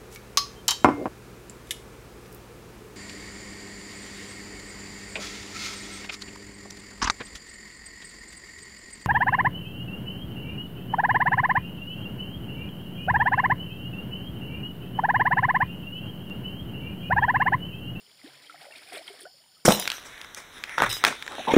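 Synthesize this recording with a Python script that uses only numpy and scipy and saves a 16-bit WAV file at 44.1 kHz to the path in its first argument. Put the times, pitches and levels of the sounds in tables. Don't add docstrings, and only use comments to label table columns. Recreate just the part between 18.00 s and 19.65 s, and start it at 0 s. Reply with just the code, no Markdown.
import sys
import numpy as np
from scipy import signal
from scipy.fft import rfft, irfft, next_fast_len
from scipy.io import wavfile
from scipy.ndimage import map_coordinates

SR = 44100
rng = np.random.default_rng(int(sys.argv[2]) if len(sys.argv) > 2 else 0)


def dump(signal):
    limited = np.clip(np.atleast_2d(signal).T, -1, 1)
    pcm = np.round(limited * 32767).astype(np.int16)
    wavfile.write(sys.argv[1], SR, pcm)


def invert_db(x):
    u = np.asarray(x, float) / 20
    return 10 ** u


N = 72765

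# frequency in Hz, density in dB per Hz.
RUMBLE_COLOUR = [(20, -51), (60, -4), (150, 1.5), (300, -5.5), (750, -6), (1050, -7), (2400, -15),
                 (3000, -16)]
# frequency in Hz, density in dB per Hz.
HISS_COLOUR = [(2000, -46), (2700, -1.5), (5300, -4.5), (6100, -10), (8000, -22), (9500, -4.5),
               (12700, -12.5), (15500, -3.5)]
# centre in Hz, width in Hz, level in dB, pulses per second, pulse depth 0-1.
INSECTS = [
    (7067, 180, -71, 69, 0),
    (5164, 380, -63.5, 54, 0.18),
    (4534, 340, -65.5, 19, 0.26),
    (3150, 270, -73.5, 29, 1),
    (9170, 330, -70.5, 110, 0.3),
]
# time in seconds, gain in dB.
CHOIR_SWELL = [
    (0, -1.5),
    (.3, -1),
    (.7, 0),
    (1.1, 3),
    (1.3, 3),
    (1.41, 1),
    (1.45, -7.5),
    (1.55, 0),
    (1.65, -4),
]
# start in seconds, length in seconds, pitch in Hz, level in dB.
FROGS = [
    (0.26, 0.18, 1010, -66),
    (0.33, 0.354, 300, -67),
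    (0.26, 0.17, 139.4, -66.5),
    (0.55, 0.085, 150, -67.5),
]
# time in seconds, strength in dB.
STIRRING = [(0, -65), (.2, -63.5), (.25, -56.5), (.36, -57.5), (.59, -58.5), (0.619, -52.5), (.69, -60.5),
            (.72, -55), (.85, -55.5), (0.913, -54), (0.937, -45.5), (0.978, -46), (1.008, -55),
            (1.06, -55.5), (1.09, -52.5), (1.17, -57.5), (1.225, -54.5), (1.281, -69.5)]
# time in seconds, mist gained in dB (coarse fizz loses half).
FINENESS = [
    (0, 2.5),
    (.3, -1),
    (.6, 0),
    (.82, 0.5),
    (.87, 1),
    (.96, 3),
    (1.03, -0.5),
    (1.14, 3.5),
    (1.18, 1),
]
# frequency in Hz, density in dB per Hz.
CHURN_COLOUR = [(120, -16), (300, -9.5), (700, -0.5), (1050, -4), (1400, 4), (2200, 11.5), (2650, 9),
                (3200, -70)]
# frequency in Hz, density in dB per Hz.
FIZZ_COLOUR = [(2200, -48), (2800, -6), (3300, -2.5), (5300, -5.5), (6200, -18), (9500, -5), (12300, -16.5),
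               (15500, -16.5)]
# time in seconds, peak in dB.
SPRAY = [(0.234, -45), (0.5262, -56), (0.606, -50), (0.7222, -43.5), (0.82, -44), (0.8723, -42),
         (0.888, -41), (0.9196, -48), (0.9414, -35.5), (0.978, -46), (1.0306, -44), (1.07, -44.5),
         (1.0992, -45), (1.1308, -41), (1.2045, -35.5), (1.2095, -35), (1.2162, -41), (1.223, -40),
         (1.231, -35), (1.5783, -47.5)]
# frequency in Hz, density in dB per Hz.
TICK_COLOUR = [(2500, -42), (6000, -24), (9500, 7.5), (12500, -17), (15500, -7.5)]
# start in seconds, peak in dB, pitch in Hz, life in cycles.
DROPS = [(.065, -40.5, 3110, 15), (0.114, -38, 3240, 10), (.215, -36.5, 2040, 9.7), (.261, -39, 1720, 11),
         (.47, -40, 3150, 39), (.4965, -34.5, 2100, 8.8), (.611, -42, 2110, 11), (0.652, -39, 2090, 16),
         (.709, -41, 1810, 28), (.722, -37, 2720, 44), (.737, -35, 2195, 16), (.752, -35, 2130, 16),
         (0.758, -28.5, 2410, 11), (.4705, -40, 4100, 6), (.792, -41, 2210, 18), (0.832, -39, 2330, 18),
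         (.875, -36.5, 2380, 21), (.898, -36, 2440, 18), (.921, -32.5, 2100, 11), (.93, -33, 2030, 17.5),
         (0.942, -34, 3350, 39), (.948, -29.5, 2390, 23), (.957, -33, 2120, 21), (0.962, -26.5, 2860, 11),
         (.975, -31, 2330, 17.5), (0.98, -24.5, 4040, 13.3), (1.031, -39, 3420, 14),
         (1.079, -22.5, 3390, 8.8), (1.0805, -24.5, 3180, 16), (1.079, -35, 2140, 13),
         (1.084, -28, 2100, 7.8), (1.081, -33, 4250, 14), (1.07, -34, 4300, 14), (1.087, -44, 3380, 9),
         (1.093, -41, 2300, 14), (1.097, -41, 2170, 10), (.525, -36, 2100, 10), (0.56, -37, 1790, 8.5),
         (0.578, -40, 2130, 16), (.944, -38, 10100, 25), (.953, -37, 8900, 24), (.963, -31, 9700, 22),
         (.968, -34, 8360, 22), (.9745, -30.5, 9600, 25), (1.097, -36.5, 3150, 20),
         (1.197, -43.5, 1810, 19), (1.439, -48.5, 2980, 22), (1.554, -51, 3040, 20), (1.352, -55, 3430, 20)]
# start in seconds, peak in dB, pitch in Hz,
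# life in seconds, ratio of end pitch to start pitch.
AIR_POCKETS = [(0.24, -38.5, 264, 0.055, 3.2), (.235, -45.5, 636, 0.012, 1),
               (.543, -37, 734, 0.018, 0.84), (.617, -34.5, 716, 0.0069, 1.15),
               (.626, -40.5, 731, 0.013, 1.1), (.666, -41, 580, 0.024, 0.97),
               (.702, -45, 589, 0.032, 1.7), (.746, -50, 647, 0.028, 1.05), (.764, -52, 277, 0.019, 0.88),
               (.877, -49.5, 727, 0.028, 1.3), (.922, -35.5, 729, 0.019, 0.92),
               (.936, -40.5, 433, 0.027, 0.82), (.969, -31.5, 640, 0.014, 0.85),
               (.992, -37.5, 603, 0.014, 1.05), (1.009, -43.5, 641, 0.024, 2.1),
               (1.1, -41, 402.3, 0.056, 1.02), (1.099, -43, 713, 0.021, 0.97),
               (1.138, -38.5, 570, 0.0076, 1.5), (1.233, -41.5, 355, 0.044, 2.15),
               (1.253, -37, 585, 0.018, 1.08), (1.265, -37, 691, 0.017, 1.12),
               (1.253, -38.5, 1437, 0.021, 1.25), (.497, -32, 1370, 0.013, 0.94),
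               (.643, -40, 1470, 0.0091, 0.86),
               (.005, -59.5, 417, .03, 0.97), (.075, -57, 432, 0.026, .9), (.11, -67, 614, 0.047, 1.8),
                 (.268, -52, 290, 0.041, 1.2), (.368, -60, 527, .025, 0.85), (.435, -77, 520, 0.023, 0.81),
                 (.513, -44, 1360, 0.012, 1.1), (.543, -45.5, 1297, 0.024, 1.16),
                 (.572, -54, 766, 0.024, 1.06), (.606, -55, 515, 0.014, 1.1),
                 (.633, -48.5, 870, 0.013, 0.91), (.643, -44.5, 625, 0.014, 0.79),
                 (.654, -38, 716, 0.0088, 1.5), (.684, -42, 627, 0.014, 1.4),
                 (.703, -46.5, 823, .022, 1.15), (.705, -46, 412, .012, 0.63), (.76, -51, 710, .014, 1.25),
                 (.862, -42, 774, 0.0067, 0.85), (.888, -54, 790, .012, 1), (.917, -46, 330, 0.0092, 0.9),
                 (.946, -39, 430, 0.019, 0.85), (.955, -47.5, 625, 0.0052, 1.5),
                 (1.0, -52.5, 325, 0.044, 0.86), (1.001, -37, 605, 0.013, 1.15),
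                 (1.083, -42.5, 1010, .008, 0.79), (1.115, -63, 594, 0.011, 1.1),
                 (1.15, -49.5, 480, 0.024, 1.03), (1.185, -54, 279, 0.034, 1),
                 (1.215, -42.5, 437, .015, 0.77), (1.295, -58, 747, 0.029, 1.16),
                 (1.34, -56, 560, 0.033, 0.89), (1.4, -62, 611, 0.038, 1.7),
                 (1.437, -58.5, 896, 0.016, 1.1), (1.46, -50, 895, 0.0047, 1.1),
                 (1.49, -63.5, 752, 0.043, 1.2), (1.517, -61, 1476, 0.014, 1),
                 (1.568, -56.5, 1280, 0.021, 1), (1.597, -55.5, 1510, 0.0091, 1)]


def unit(x):
    return x / np.sqrt(np.mean(x ** 2) + 1e-20)


def noise():
    return rng.standard_normal(N)


def wobble(rate):
    knots = rng.standard_normal(int(N * rate / SR) + 4)
    return map_coordinates(knots, [np.arange(N) * rate / SR])


def curve(points):
    return np.interp(np.arange(N) / SR, *np.transpose(points))


def filtered(x, response):
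    size = next_fast_len(N + SR // 2)
    hz = np.fft.rfftfreq(size, 1 / SR)
    return irfft(rfft(x, size) * response(hz), size)[:N]


def coloured(x, colour):
    f, db = np.transpose(colour)
    return unit(filtered(x, lambda hz: invert_db(np.interp(np.log(hz + 1), np.log(f + 1), db))))


def bubbles(start, db, hz, life, rise, attack_s, fade_db, size):
    t = np.arange(size) / SR
    age = t / life[:, None]
    glide = 1 + (rise[:, None] - 1) * np.minimum(age, 1.3) ** 2 / 3
    ring = np.sin(2 * np.pi * hz[:, None] * t * glide)
    envelope = invert_db(db[:, None] - fade_db * age) * (1 - np.exp(-t / attack_s))
    envelope = envelope * np.clip(3 - 2 * age, 0, 1)
    at = np.round(start * SR).astype(int)[:, None] + np.arange(size)
    return np.bincount(at.ravel(), (envelope * ring).ravel(), N + size)[:N]


def swarm(lo_hz, hi_hz, cycles, spread_db, count, size):
    u = rng.random((count, 4))
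    start = u[:, 0] * (N - 1) / SR
    db = spread_db * u[:, 2] ** 2
    hz = lo_hz * (hi_hz / lo_hz) ** u[:, 1]
    life = cycles * (0.5 + u[:, 3]) / hz
    return unit(bubbles(start, db, hz, life, np.full(count, 1.152), 0.000072, 16, size))


def far():
    rumble = invert_db(-68.5 + 0.73 * wobble(8.06)) * coloured(noise(), RUMBLE_COLOUR)
    hiss = invert_db(-66) * coloured(noise(), HISS_COLOUR)
    return rumble + hiss


def insects():
    out = np.zeros(N)
    choir_db = curve(CHOIR_SWELL)
    for hz, width, db, rate, depth in INSECTS:
        rasp = unit(filtered(noise(), lambda f: np.exp(-((f - hz) / width) ** 4)))
        beat = np.cos(2 * np.pi * np.cumsum(rate * (1 + 0.054 * wobble(8.6))) / SR)
        in_choir = 4000 < hz < 6000
        swell_db = 0.2 * wobble(6.03) + choir_db * in_choir
        out += invert_db(db + swell_db) * (1 + np.clip(depth, 0, 1) * beat) * rasp
    return out


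def frogs():
    out = np.zeros(N)
    t = np.arange(N) / SR
    for start, length, hz, db in FROGS:
        swell = np.sqrt(np.abs(np.sin(np.pi * np.clip((t - start) / length, 0, 1))))
        tone = np.sin(2 * np.pi * hz * np.cumsum(1 + 0.0118 * wobble(15)) / SR)
        out += invert_db(db + 2.0 * wobble(40.3)) * swell * tone
    return out


def bank_echo(x):
    delay_s, t60_s = 0.012, 0.1
    t = np.arange(SR // 4) / SR
    tail = rng.standard_normal(len(t)) * invert_db(-60 * t / t60_s) * (t > delay_s)
    return signal.fftconvolve(x, tail / np.linalg.norm(tail))[:N]


def churn():
    stir_db = curve(STIRRING)
    stir_db = stir_db - stir_db.mean() + 1.3 * wobble(40)

    bed = coloured(noise(), [(200, 0), (3000, -12)])
    crowd = swarm(251.0, 3033, cycles=9.3, spread_db=8, count=1800, size=1600)
    body = coloured(crowd + 0.89 * bed, CHURN_COLOUR)

    crowd = swarm(2390, 14540, cycles=7.6, spread_db=15.5, count=8000, size=200)
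    fizz = coloured(crowd + 0.95 * noise(), FIZZ_COLOUR)
    mist = filtered(fizz, lambda hz: hz > 7620)
    coarse = fizz - mist
    fine_db = curve(FINENESS)
    clumps = invert_db(2.5 * wobble(130))
    fizz = clumps * (invert_db(fine_db) * mist + invert_db(-fine_db / 2) * coarse)

    return invert_db(-61.5 + 1.133 * stir_db) * body + invert_db(-60.5 + stir_db) * fizz


def spray():
    size, decay_s, trim_db = 400, 0.0018, -6
    gate = np.zeros(N + size)
    t = np.arange(size) / SR
    for start, db in SPRAY:
        gate[round(start * SR):][:size] += invert_db(db + trim_db) * np.exp(-t / decay_s)
    return gate[:N] * coloured(noise(), TICK_COLOUR)


def drops():
    start, db, hz, cycles = np.transpose(DROPS)
    rise = np.full(len(hz), 1.036)
    return bubbles(start, db, hz, cycles / hz, rise, attack_s=0.0008, fade_db=27.5, size=1200)


def gulps():
    start, db, hz, life, rise = np.transpose(AIR_POCKETS)
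    attack_s = 1.08 / hz[:, None]
    pockets = bubbles(start, db, hz, life, rise, attack_s, fade_db=21, size=4500)
    return invert_db(1.5 * wobble(150)) * pockets


def scene():
    background = far() + insects() + frogs()
    near = spray() + drops() + gulps()
    return (background + churn() + invert_db(-15) * bank_echo(near) + near)[None]


def top_cut(x):
    return signal.sosfilt(signal.butter(12, 15680, fs=SR, output="sos"), x)


def record(dry):
    mix = filtered(dry[0], lambda hz: (hz < 15600) / (1 + (45 / (hz + 1)) ** 2))
    return top_cut(mix[None])


dry = scene()
out = record(dry)
dump(out)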